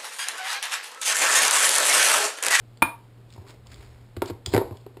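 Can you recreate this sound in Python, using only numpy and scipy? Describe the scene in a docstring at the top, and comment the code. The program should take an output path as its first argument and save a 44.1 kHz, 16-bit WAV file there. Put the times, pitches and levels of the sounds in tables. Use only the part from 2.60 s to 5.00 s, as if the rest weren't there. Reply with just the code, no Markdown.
"""Cap on a desk, lens into a camera

A plastic cap clatters down on a desk, its rim ringing; hands rustle, then a lens is knocked, slid and locked home.
Hits are decaying modes plus noise snaps; the rustle and slides are clumped grit over a desk rumble.
A small room answers the hits with sparse decaying taps; hum, hiss and low noise lie underneath.
The recorder samples at a low rate and holds each sample, which mirrors the sound into the treble.
"""
import sys
import numpy as np
from scipy import signal
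from scipy.fft import rfft, irfft
from scipy.io import wavfile
from scipy.ndimage import uniform_filter1d

SR = 44100
rng = np.random.default_rng(int(sys.argv[2]) if len(sys.argv) > 2 else 0)


def gain_from_decibels(decibels):
    """Convert decibel values to linear amplitude factors."""
    exponent = np.asarray(decibels, float) / 20
    return 10 ** exponent


def digitize_waveform(pressure):
    """Quantize a signal to 16-bit integers and store it at the path in sys.argv[1].

    Rows of a 2-D input are taken as channels; values are limited to [-1, 1].
    """
    field = np.atleast_2d(pressure).T
    bounded = np.clip(field, -1, 1)
    quanta = np.round(bounded * 32767).astype(np.int16)
    wavfile.write(sys.argv[1], SR, quanta)


N = 105840

# Background colours, relative spectrum: hz, density_db (per Hz)
HISS_SPECTRUM = [(88, -25.5), (150, -12), (183, -1), (328, -5), (366, -4.5), (865, -13), (934, -15),
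                 (4340, -27.5), (5900, -50), (7670, -61)]
LOW_SPECTRUM = [(15, -30.5), (30, 9.5), (60, -7.5), (100, -3.5), (150, -6), (200, -32.5)]
# Room decay by band: hz, t60_s
ROOM_DECAY = [(150, 0.17), (400, .3), (900, 0.31), (2000, 0.27), (5000, 0.28)]

# Cap meeting the desk, rim then flat, then a soft rock: start_s, clatter_db, rim_ring_db, rim_rise_s
CAP_HITS = [(0.2211, -7.5, -10, .0006), (0.2254, -2.5, -8, 0.00073), (0.278, -40.5, -34, 0.01)]
# Modes of the cap and the desk under it, then of its rim: hz, relative_db, t60_s
CAP_MODES = [(326, -4, 0.12), (604, -11, .05), (699, -2.5, 0.017), (856, -12.5, 0.04), (944, 8.5, 0.021),
             (1040, 3.5, 0.012), (1152, 0, 0.015), (1350, -12, 0.04), (2630, -1, .012), (3470, -15.5, 0.04)]
RIM_MODES = [(2436, 0, .105), (2441, -27, .4)]

# Rasp of the hands, then of the mount sliding twice, one list per stroke: time_s, rasp_db
RASP_STROKES = [
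    [(.68, -72), (.71, -62), (.75, -60), (.85, -67), (.89, -48), (.92, -55), (.96, -65), (1.03, -81),
     (1.09, -60.5), (1.12, -50), (1.15, -54.5), (1.22, -55.5), (1.31, -58.5), (1.40, -64.5), (1.5, -72)],
    [(1.63, -81), (1.655, -56), (1.68, -38.5), (1.70, -42), (1.72, -60), (1.8, -79)],
    [(1.853, -48), (1.875, -57.5), (1.90, -54), (1.915, -54), (1.935, -29.5), (1.98, -50), (2.03, -63),
     (2.15, -62), (2.19, -65), (2.25, -70)],
]
# Body of the same strokes: time_s, scuff_db, rumble_db
SLIDE_STROKES = [
    [(0.66, -89, -60), (0.808, -58.5, -53), (0.912, -53, -65), (1.01, -68, -53.5), (1.208, -58.5, -44),
     (1.368, -65.5, -52.5), (1.5, -81, -57)],
    [(1.625, -41, -58), (1.8, -63, -61)],
    [(1.855, -52, -38), (1.907, -47.5, -37), (2.015, -28, -46), (2.057, -47, -38.5), (2.141, -49.5, -64),
     (2.25, -68, -70)],
]
# Colours of the strokes: hz, density_db (per Hz)
HAND_RASP = [(800, -15), (1300, -5), (2200, -4), (3000, -9.5), (4300, -6.5), (5300, -6), (6500, -13)]
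MOUNT_RASP = [(1200, -6), (2400, -4), (3300, -3), (4500, 1.5), (5600, -7.5)]
SCUFF_SPECTRUM = [(120, -37), (200, -7.5), (404, 9.5), (467, -2), (1040, -1.5), (2000, -75), (2600, -65)]
RUMBLE_SPECTRUM = [(25, -35), (45, -2), (80, -1.5), (110, -12), (160, -47)]

# Lens against body, pitch set by the grip, thud through the desk:
# start_s, ring_db, pitch_ratio, hardness_db (per octave), crack_db, thud_db
KNOCKS = [(0.76, -42.5, 1.01, 9, -65, -78), (0.778, -38.5, 0.96, 8, -60, -33.5),
          (0.866, -48, 1.13, 23, -50, -58), (1.062, -50, 1.02, 15, -50.5, -60),
          (1.5655, -39, 1.2, 15, -35.5, -26), (1.569, -26, 0.84, -6, -38.5, -24.5),
          (1.6196, -13.5, 0.98, 7.5, -21.5, -56), (1.623, -14, 0.99, -4.5, -31, -33),
          (1.699, -24, 0.9, -6.5, -37.5, -45), (1.7055, -22, 0.89, -14, -37, -26),
          (1.872, -34, 0.83, -14, -58, -26.5), (1.9372, -9, 0.96, -2, -20, -23.5),
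          (1.9465, -9.5, 0.75, -3, -15.5, -18.5), (1.952, -13.5, 0.814, 7, -30, -51),
          (1.9639, -12, 1.15, -6, -17.5, -19), (1.9781, -8.5, .93, 0.5, -20, -53),
          (2.11, -27, .82, -1, -46, -28), (2.264, -29.5, 0.99, 2.5, -46.5, -62),
          (2.3701, -32.5, 0.95, -3, -43, -57)]
# Modes of the camera body (hz before the pitch ratio) and of the desk: hz, relative_db, t60_s
BODY_MODES = [(358, -12, 0.044), (406.7, 10.5, 0.036), (512, -7.5, 0.054), (753, 5, 0.023),
              (950, 0.5, 0.029), (1330, -17, 0.031)]
DESK_MODES = [(65.9, -13, 0.059), (99.15, 3, 0.1), (218, -10, 0.053)]
# Small bright ticks of catches and fingers: start_s, level_db
TICKS = [(0.173, -45), (0.7035, -47), (0.7254, -44), (0.737, -44), (0.884, -42.5), (0.9056, -40),
         (1.0696, -41), (1.1426, -37), (1.6581, -31), (1.8608, -15), (2.1707, -42)]
# Colours of the crack and the tick: hz, density_db (per Hz)
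CRACK_SPECTRUM = [(710, -4.5), (1200, -2.5), (1830, -1.5), (2850, -7), (4340, -7), (5900, -16),
                  (7670, -54.5)]
TICK_SPECTRUM = [(820, -53), (1400, -11.5), (2160, -8.5), (3350, 0), (4290, -2.5), (5390, 0.5), (5900, -7),
                 (7670, -47)]

THUD_LAG_S = 0.003  # the desk speaks just after the blow


def evened(x):
    """Scales to rms 1."""
    return x / np.sqrt(np.mean(x ** 2) + 1e-20)


def read(points, hz):
    """Reads a table on a log-frequency axis."""
    f, value = np.transpose(points)
    return np.interp(np.log(hz + 1), np.log(f + 1), value)


def add(mix, s, sound):
    """Mixes a sound in at time s."""
    part = mix[round(s * SR):][:len(sound)]
    part += sound[:len(part)]


def colour(x, spectrum):
    """Shapes x with a spectrum, then evens it to rms 1."""
    gain = gain_from_decibels(read(spectrum, np.fft.rfftfreq(len(x), 1 / SR)))
    return evened(irfft(rfft(x) * gain, len(x)))


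def ring(modes, tilt_db=0., spread_db=0., rise_s=0.00061, pitch=1):
    """One blow on a set of modes, peak 1; a hard blow favours the high ones, the spot struck varies them."""
    t = np.arange(SR // 2) / SR
    luck = rng.standard_normal(len(modes))
    sound = np.zeros(len(t))
    for (hz, db, t60), spot in zip(modes, luck):
        octaves_up = np.log2(hz / modes[0][0])
        level_db = db + tilt_db * octaves_up + spread_db * spot
        sound += gain_from_decibels(level_db - 60 * t / t60) * np.sin(2 * np.pi * pitch * hz * t)
    sound = sound * (1 - np.exp(-t / rise_s)) ** 2
    return sound / np.abs(sound).max()


def snap(spectrum, t60, rise_s=0.00034):
    """A short burst of coloured noise with a fast rise and an exponential decay."""
    t = np.arange(4096) / SR
    noise = colour(rng.standard_normal(len(t)), spectrum)
    return noise * gain_from_decibels(-60 * t / t60) * (1 - np.exp(-t / rise_s))


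def strokes(tables, layers):
    """Plays layers of noise along level curves, with short fades at the ends of each stroke."""
    t, out = np.arange(N) / SR, np.zeros(N)
    for stroke in tables:
        s, *levels = np.transpose(stroke)
        fade = np.clip(np.minimum(t - s[0], s[-1] - t) / 0.0098, 0, 1)
        for level_db, layer in zip(levels, layers):
            out += fade * gain_from_decibels(np.interp(t, s, level_db)) * layer
    return out


def background():
    """Steady hiss and low room noise, with a mains hum whose level wavers slightly."""
    hiss_db, low_db, hum_db = -58.5, -54, -50  # rms
    hum_hz, waver_depth = 117.7, 0.11
    waver = 1 + waver_depth * evened(uniform_filter1d(rng.standard_normal(N), size=4000))
    hum = np.sqrt(2) * waver * np.sin(2 * np.pi * (hum_hz * np.arange(N) / SR + rng.random()))
    hiss = colour(rng.standard_normal(N), HISS_SPECTRUM)
    low = colour(rng.standard_normal(N), LOW_SPECTRUM)
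    return gain_from_decibels(hiss_db) * hiss + gain_from_decibels(low_db) * low + gain_from_decibels(hum_db) * hum


def room(x):
    """Sparse taps of random sign, each band dying at its own speed."""
    taps = np.zeros(SR)
    at = np.arange(200, SR - 20, 20)
    taps[at + rng.integers(0, 20, len(at))] = rng.choice([-1., 1.], len(at))
    hz, t, z = signal.stft(taps, SR, nperseg=512)
    decay = gain_from_decibels(-60 * t / read(ROOM_DECAY, hz)[:, None])
    tail = signal.istft(z * decay, SR, nperseg=512)[1]
    return signal.fftconvolve(x, tail / np.linalg.norm(tail))[:N]


def cap():
    """The cap clatters at each contact and thuds into the desk; returns that and the clear ring of its rim."""
    clatter, rim = np.zeros(N), np.zeros(N)
    for s, db, rim_db, rim_rise_s in CAP_HITS:
        add(clatter, s, gain_from_decibels(db) * ring(CAP_MODES, rise_s=0.00017))
        add(clatter, s, gain_from_decibels(db - 10.5) * snap(CRACK_SPECTRUM, 0.013))
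        add(clatter, s + THUD_LAG_S, gain_from_decibels(db - 28) * ring(DESK_MODES, rise_s=0.0057))
        add(rim, s, gain_from_decibels(rim_db) * ring(RIM_MODES, rise_s=rim_rise_s))
    return clatter, rim


def clumped_grit():
    """Dense random clicks of uneven strength that bunch together as surfaces rub."""
    grit_per_s, grit_db, clump_db = 4000, 2.5, 2.2
    strength = gain_from_decibels(grit_db * np.minimum(rng.exponential(1, N), 5))
    present = rng.random(N) < grit_per_s / SR
    grit = strength * present * rng.choice([-1., 1.], N)
    return grit * gain_from_decibels(clump_db * evened(uniform_filter1d(rng.standard_normal(N), size=300)))


def sliding():
    """Hands and then the mount rasp and scuff on the same grit while the desk rumbles."""
    grit = clumped_grit()
    hands = strokes(RASP_STROKES[:1], [colour(grit, HAND_RASP)])
    mount_rasp = strokes(RASP_STROKES[1:], [colour(grit, MOUNT_RASP)])
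    scuff = colour(grit, SCUFF_SPECTRUM)
    rumble = colour(rng.standard_normal(N), RUMBLE_SPECTRUM)
    return hands + mount_rasp + strokes(SLIDE_STROKES, [scuff, rumble])


def mount():
    """Knocks ring the camera body, crack and thud into the desk; ticks are bare snaps."""
    spot_db = 2  # spread of mode levels from blow to blow
    out = np.zeros(N)
    for s, ring_db, pitch, hard_db, crack_db, thud_db in KNOCKS:
        add(out, s, gain_from_decibels(ring_db) * ring(BODY_MODES, hard_db, spot_db, 0.0006, pitch))
        add(out, s, gain_from_decibels(crack_db) * snap(CRACK_SPECTRUM, t60=0.016))
        add(out, s + THUD_LAG_S, gain_from_decibels(thud_db) * ring(DESK_MODES, 0, spot_db, rise_s=0.0044))
    for s, db in TICKS:
        add(out, s, gain_from_decibels(db) * snap(TICK_SPECTRUM, t60=0.013, rise_s=0.00029))
    return out


def scene():
    """Hits with their room, sliding and background, as one channel."""
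    clatter, rim = cap()
    hits = clatter + mount()
    echo = gain_from_decibels(-8.5) * room(hits + gain_from_decibels(-10) * rim)
    return (hits + rim + echo + sliding() + background())[None]


def low_pass(x):
    """Removes everything above the highest recorded frequency."""
    return signal.sosfilt(signal.butter(12, 16470, fs=SR, output="sos"), x)


def record(dry):
    """Band limits, low-rate sampling (mirrors about the sample rate), hold (a sinc droop), output filter."""
    bass_hz, cut_hz, cut_width_hz, top_hz = 40, 5620, 233, 15500
    sample_hz, mirror_db = 12000, 0.5
    hz = np.fft.rfftfreq(N, 1 / SR)
    low_cut = (1j * hz / (1j * hz + bass_hz)) ** 2
    high_cut = 1 / (1 + np.exp(np.clip((hz - cut_hz) / cut_width_hz, -50, 50)))
    limited = irfft(rfft(dry) * low_cut * high_cut, N)
    carrier = np.cos(2 * np.pi * sample_hz * np.arange(N) / SR)
    sampled = limited * (1 + 2 * gain_from_decibels(mirror_db) * carrier)
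    hold = np.sinc(hz / sample_hz)
    output_filter = 1 / (1 + np.exp((hz - top_hz) / 150))
    finished = irfft(rfft(sampled) * hold * output_filter, N)
    return low_pass(finished)


dry = scene()
out = record(dry)
digitize_waveform(out)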